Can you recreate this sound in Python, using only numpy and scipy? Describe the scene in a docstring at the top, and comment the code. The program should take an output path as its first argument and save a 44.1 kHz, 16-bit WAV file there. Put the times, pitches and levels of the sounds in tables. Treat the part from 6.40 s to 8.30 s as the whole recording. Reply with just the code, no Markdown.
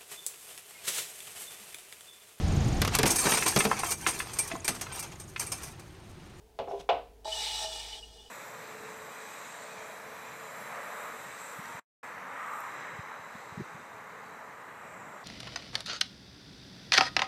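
"""Scraping clay on a potter's wheel

A motor hums in a small workshop. A hand knocks about in the plastic splash tray, exciting its modes,
and picks up a flat blade, then sets it on the turning wet clay. Friction with grit hisses under the
edge and drives the blade's resonances, stick-slip makes it chirp now and then, and the scrape thins
out as the hand eases off."""
import sys
import numpy as np
from scipy import signal
from scipy.fft import rfft, irfft
from scipy.io import wavfile
from scipy.ndimage import uniform_filter1d

SR = 44100
rng = np.random.default_rng(int(sys.argv[2]) if len(sys.argv) > 2 else 0)


def int16_out(signal):
    """Quantize to a 16-bit WAV file."""
    q = np.round(np.clip(np.atleast_2d(signal).T, -1, 1) * 32767)
    wavfile.write(sys.argv[1], SR, q.astype(np.int16))


N = 83790
T = np.arange(N) / SR

# the motor's hum: time_s, level_db
HUM_LEVEL = [(0, -59.5), (0.5, -60.5), (0.8, -57), (1.0, -57.5), (1.25, -53.5), (1.5, -57.5), (1.9, -65.5)]
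# steady noise of the drive and the room: frequency_hz, gain_db
FLOOR_SPECTRUM = [(20, -4), (50, 8), (90, -4.5), (140, -9), (250, -7), (360, -10), (440, 5), (540, -16.5),
                  (680, -5.5), (900, -12.5), (1200, -21.5), (3400, -23.5), (6000, -26), (15000, -30)]
# knocks on the tray: start_s, gain_db, cutoff_hz, wall_mode_gain_db
KNOCKS = [(0.189, -15, 6070, 1.5), (0.200, -13.5, 1390, -1.5), (0.207, -25.5, 5730, 0),
          (0.2744, -16, 1180, 4), (0.285, -28.5, 1010, -4), (0.311, -15, 1210, -12), (0.325, -20, 600, 11),
          (0.334, -13, 700, 8), (0.4905, 1, 3510, -2.5)]
# the tray's modes, one list per column: pitch_hz, level_db, t60_s
TRAY_HZ = [294, 402, 471, 544, 655, 688, 722, 801, 840, 995, 1076, 1506, 2890, 3470]
TRAY_DB = [-51.5, -30, -30.5, -30.5, -29, -20, -24.5, -29.5, -28.5, -32, -37, -43.5, -36, -30]
TRAY_T60_S = [0.67, 0.27, 0.36, 0.33, 0.32, 0.2, 0.3, 0.26, .2, 0.27, 0.21, 0.31, 0.19, 0.095]
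# hollow and bright parts of the tray's dense ring: frequency_hz, gain_db
HOLLOW_SPECTRUM = [(100, -26), (240, -24), (400, -6.5), (700, 3.5), (1000, -7), (1300, -12.5), (1750, -28),
                   (3000, -54)]
CLACK_SPECTRUM = [(1000, -16), (1750, -8), (2600, -1), (3400, -4), (4500, -10), (6000, -17.5), (9000, -25),
                  (15000, -18)]
# thuds of the hand against the tray: start_s, level_db
THUDS = [(0.194, -44.5), (0.27, -54.5), (0.521, -50.5)]
# their dull spectrum: frequency_hz, gain_db
THUD_SPECTRUM = [(30, -13), (70, 6), (150, -6.5), (320, 1.5), (600, -37), (2000, -84.5)]
# slides as the blade is picked up: centre_s, spread_s, level_db
SLIDES = [(0.311, 0.024, -57), (0.40, 0.036, -56.5), (0.401, 0.0035, -51.5), (0.411, 0.0035, -49.5)]
# their friction noise: frequency_hz, gain_db
SLIDE_SPECTRUM = [(800, 5), (1800, -6.5), (2800, -1), (3600, -0.5), (4500, -8), (5800, -6), (6500, -7.5),
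                  (7500, -12), (9500, -15), (15000, -31)]
# pressure of the edge on the clay, as the level of the hiss: time_s, level_db
PRESSURE = [(0.843, -105), (0.846, -52), (0.86, -52.5), (0.895, -44), (0.97, -41), (1.03, -39.5),
            (1.08, -40.5), (1.11, -40.5), (1.24, -40.5), (1.30, -43.5), (1.39, -46), (1.46, -46.5),
            (1.565, -49), (1.605, -54.5), (1.70, -59.5), (1.76, -61.5), (1.81, -59.5), (1.9, -63.5)]
# hiss of grit under the edge: frequency_hz, gain_db
HISS_SPECTRUM = [(250, -21), (450, -21.5), (1000, -19), (1300, -6), (1480, -19), (1680, -17.5),
                 (1850, -18.5), (2400, -5), (2600, -7.5), (2780, -11.5), (3100, -7.5), (3700, -6),
                 (4050, -4), (4450, -5), (4900, -2), (5200, -7), (5550, 2), (6700, -9.5), (7900, -4),
                 (8350, -6), (8800, -7), (9600, -14), (10500, -20.5), (14000, -25), (16000, -34)]
# the blade's resonances, one list per column:
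# pitch_hz, width_hz, full_pressure_level_db, bump_level_db, pressure_slope_db_per_db
BLADE_HZ = [425, 472, 643, 783, 862, 1815, 2899, 2990, 3275, 3485, 3566, 3665, 3839, 4192, 4724, 4990, 7680,
            8019]
BLADE_WIDTH_HZ = [29.5, 10.7, 10.1, 90, 35, 29, 17.6, 13.3, 26, 69, 7.4, 8.3, 33, 16, 16, 86, 57, 96]
BLADE_RUB_DB = [-62, -60.5, -58.5, -52.5, -42.5, -52.5, -41.5, -45, -51.5, -43.5, -44, -53, -33.5, -48, -51,
                -57, -47, -62]
BLADE_BUMP_DB = [-46.5, -86, -37, -42, -31, -57, -57, -69, -62, -67, -55, -66, -40.5, -53, -48.5, -66, -51,
                 -60]
BLADE_SLOPE = [0.34, 0.37, 0.5, 0.7, 1.13, 1.06, 1.09, 0.92, 0.69, 1.23, 1, 2.1, 3.8, 1.6, 1.12, 0.57, 1.8,
               2]
# depth of the cut, as the gain of the rasp: time_s, gain_db
CUT_DEPTH = [(0.843, -62), (0.86, -22), (0.89, -7), (0.95, -19), (1.03, 0.5), (1.08, 2.5), (1.12, -2),
             (1.22, -14), (1.3, -21), (1.41, -10.5), (1.445, -8.5), (1.48, -11), (1.562, -8.5), (1.62, -38)]
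# the rasp's broad resonances: centre_hz, width_hz, level_db
RASP_BANDS = [(2310, 460, -48), (3710, 660, -41)]
# bumps of the blade on the clay: start_s, gain_db
BUMPS = [(0.846, -16), (0.8545, 0), (0.876, 0), (1.213, -6.5), (1.23, -14), (1.244, -5)]
# stick-slip chirps of the edge: start_s, hold_s, level_db, pitch_hz
CHIRPS = [(0.923, 0.0049, -30, 2975), (0.957, 0.0054, -41, 2930), (1.256, 0.0054, -36, 2910),
          (1.325, 0.0059, -39, 3450), (1.527, 0.0098, -38.5, 2980), (1.577, 0.015, -46, 3250),
          (1.626, .014, -43, 2890), (1.77, 0.026, -55.5, 2920), (1.793, 0.023, -54.5, 3480),
          (1.857, 0.0065, -51.5, 3010)]


def from_db(db):
    """Amplitude grows tenfold for every 20 dB."""
    return 10 ** (np.asarray(db) / 20)


def rms_one(x):
    """Division by the RMS value gives unit power."""
    return x / np.sqrt(np.mean(x ** 2) + 1e-20)


def curve(rows):
    """Linear interpolation joins (time_s, value) points."""
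    return np.interp(T, *np.transpose(rows))


def noise():
    """Independent Gaussian samples make white noise."""
    return rng.standard_normal(N)


def colour(x, spectrum):
    """Spectral shaping by (frequency_hz, gain_db) points, at unit power."""
    hz, db = np.transpose(spectrum)
    bins = np.maximum(np.fft.rfftfreq(N, 1 / SR), 1)
    gain = from_db(np.interp(np.log(bins), np.log(hz), db))
    return rms_one(irfft(rfft(x) * gain, N))


def drift(rate_hz):
    """Low-passed noise wanders about zero with unit spread."""
    bins = np.fft.rfftfreq(N, 1 / SR)
    return rms_one(irfft(rfft(noise()) * (bins > 0) / (1 + (bins / rate_hz) ** 2), N))


def ring(x, hz, width_hz):
    """A two-pole resonator answers a unit impulse with a damped sine."""
    radius, angle = np.exp(-np.pi * width_hz / SR), 2 * np.pi * hz / SR
    return signal.lfilter([0, np.sin(angle)], [1, -2 * radius * np.cos(angle), radius ** 2], x + 1e-18)


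def fade(t, t60_s):
    """Exponential decay, from a full level held until t = 0."""
    return np.exp(-np.log(1000) * np.maximum(t, 0) / t60_s)


def swell(centre_s, spread_s):
    """A Gaussian envelope rises and falls."""
    return np.exp(-.5 * ((T - centre_s) / spread_s) ** 2)


def even(x, window_s):
    """Division by the running RMS holds a noise at unit power."""
    return x / np.sqrt(uniform_filter1d(x ** 2, size=int(window_s * SR)) + 1e-12)


def bass_cut(x, hz):
    """A steep high-pass: small bodies radiate little bass."""
    return signal.sosfilt(signal.butter(4, hz, "high", fs=SR, output="sos"), x)


def wheel():
    """The motor hums in two harmonics, louder under load, over broadband drive and room noise."""
    pitch_hz = 52.2 * (1 + 0.018 * drift(rate_hz=3.9))
    phase = 2 * np.pi * np.cumsum(pitch_hz) / SR
    level_db = curve(HUM_LEVEL) + 1.7 * drift(rate_hz=2)
    hum = np.sqrt(2) * from_db(level_db) * (np.sin(phase) + from_db(-17) * np.sin(2 * phase))
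    return hum + from_db(-60) * colour(noise(), FLOOR_SPECTRUM)


def tray():
    """Impacts excite damped modes and a dense, noise-like ring; softer contact passes less treble."""
    out = np.zeros(N)
    wall_mode_hz, crack_hold_s = 402, 0.012
    crack = from_db(-33) * fade(T - crack_hold_s, t60_s=0.015)
    wash_envelope = crack + from_db(-29.5) * fade(T, t60_s=0.33)
    for start_s, gain_db, cutoff_hz, wall_db in KNOCKS:
        modes = np.zeros(N)
        for hz, level_db, t60_s in zip(TRAY_HZ, TRAY_DB, TRAY_T60_S):
            envelope = from_db(level_db + wall_db * (hz == wall_mode_hz)) * fade(T, t60_s)
            modes += envelope * np.sin(2 * np.pi * hz * T + rng.uniform(0, 2 * np.pi))
        hollow = even(colour(noise(), HOLLOW_SPECTRUM), window_s=0.0045)  # evened to die smoothly
        clack = from_db(-6) * colour(noise(), CLACK_SPECTRUM)
        contact = signal.butter(2, cutoff_hz, fs=SR, output="sos")
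        knock = signal.sosfilt(contact, modes + wash_envelope * (hollow + clack))
        start = int(start_s * SR)
        out[start:] += from_db(gain_db) * knock[:N - start]
    return bass_cut(out, hz=310)


def thuds():
    """The soft impact of the hand puts its energy into low frequencies."""
    attack_s = 0.0074
    envelope = sum(from_db(db) * np.clip((T - start_s) / attack_s, 0, 1) * fade(T - start_s, t60_s=0.26)
                   for start_s, db in THUDS)
    return envelope * colour(noise(), THUD_SPECTRUM)


def grit():
    """Friction noise is a smooth hiss plus the random impulses of single grains."""
    grains_per_s = 2200
    hits = rng.random(N) < grains_per_s / SR
    strength_db = 4.5 * np.minimum(rng.exponential(1, N), 4)
    grains = hits * from_db(strength_db) * rng.choice([-1, 1], N)
    return noise() + from_db(-6) * rms_one(grains)


def pick_up():
    """Sliding friction gives brief hisses and a thin squeak as the blade is lifted."""
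    envelope = sum(from_db(db) * swell(centre_s, spread_s) for centre_s, spread_s, db in SLIDES)
    squeak_hz = 5450
    squeak = from_db(-62.5) * swell(centre_s=0.303, spread_s=0.0085) * np.sin(2 * np.pi * squeak_hz * T)
    return envelope * colour(grit(), SLIDE_SPECTRUM) + squeak


def reflections(x):
    """Early reflections from wheel, tray and bucket interfere with the sound and ripple its spectrum."""
    response = noise() * fade(T, t60_s=0.06)
    reflected = irfft(rfft(x) * rfft(response / np.linalg.norm(response)), N)
    return rms_one(x + from_db(-3) * reflected)


def scrape():
    """Forced vibration: grit hisses under the edge and drives the blade's resonances as pressure rises."""
    full_pressure_db = -36
    hiss_db = curve(PRESSURE) + 1.02 * drift(rate_hz=15)
    load_db = hiss_db - full_pressure_db
    touching = T > PRESSURE[0][0]
    out = from_db(hiss_db) * reflections(colour(grit(), HISS_SPECTRUM))
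    for hz, width_hz, rub_db, slope in zip(BLADE_HZ, BLADE_WIDTH_HZ, BLADE_RUB_DB, BLADE_SLOPE):
        band = signal.butter(2, [hz - 4 * width_hz, hz + 4 * width_hz], "band", fs=SR, output="sos")
        resonance = rms_one(signal.sosfilt(band, ring(grit(), hz, width_hz)))
        out += touching * from_db(rub_db + slope * load_db) * resonance
    return out


def rasp():
    """Tearing clay radiates coarse bands of noise that grow with the depth of the cut."""
    bands = sum(from_db(db) * rms_one(bass_cut(ring(grit(), hz, width_hz), hz - width_hz))
                for hz, width_hz, db in RASP_BANDS)
    return from_db(curve(CUT_DEPTH)) * bands


def bumps():
    """Free vibration: after a bump on the clay the blade rings with less damping than while it rubs."""
    width_ratio = 0.59
    impulses = sum(from_db(db) * (np.arange(N) == int(start_s * SR)) for start_s, db in BUMPS)
    out = np.zeros(N)
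    for hz, width_hz, db in zip(BLADE_HZ, BLADE_WIDTH_HZ, BLADE_BUMP_DB):
        out = from_db(db) * ring(impulses, hz, width_ratio * width_hz) - out  # modes alternate in sign
    return bass_cut(out, hz=380)


def chirps():
    """Stick-slip oscillation: the edge catches and sings briefly on a wavering note."""
    attack_s, waver_hz = 0.003, 45
    out = np.zeros(N)
    for start_s, hold_s, db, pitch_hz in CHIRPS:
        age_s = T - start_s
        envelope = from_db(db) * np.clip(age_s / attack_s, 0, 1) * fade(age_s - hold_s, t60_s=0.07)
        phase = 2 * np.pi * np.cumsum(pitch_hz + waver_hz * drift(rate_hz=120)) / SR
        out += envelope * np.sin(phase)
    return out


def scene():
    """Superposition: the sounds of the handwork and the wheel add in one channel."""
    handwork = tray() + thuds() + pick_up() + scrape() + rasp() + bumps() + chirps()
    return (handwork + wheel())[None]


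def record(dry):
    """Band limiting: a steep elliptic low-pass removes the highest treble."""
    cutoff_hz = 15750
    return signal.sosfilt(signal.ellip(12, .1, 80, cutoff_hz, fs=SR, output="sos"), dry)


dry = scene()
out = record(dry)
int16_out(out)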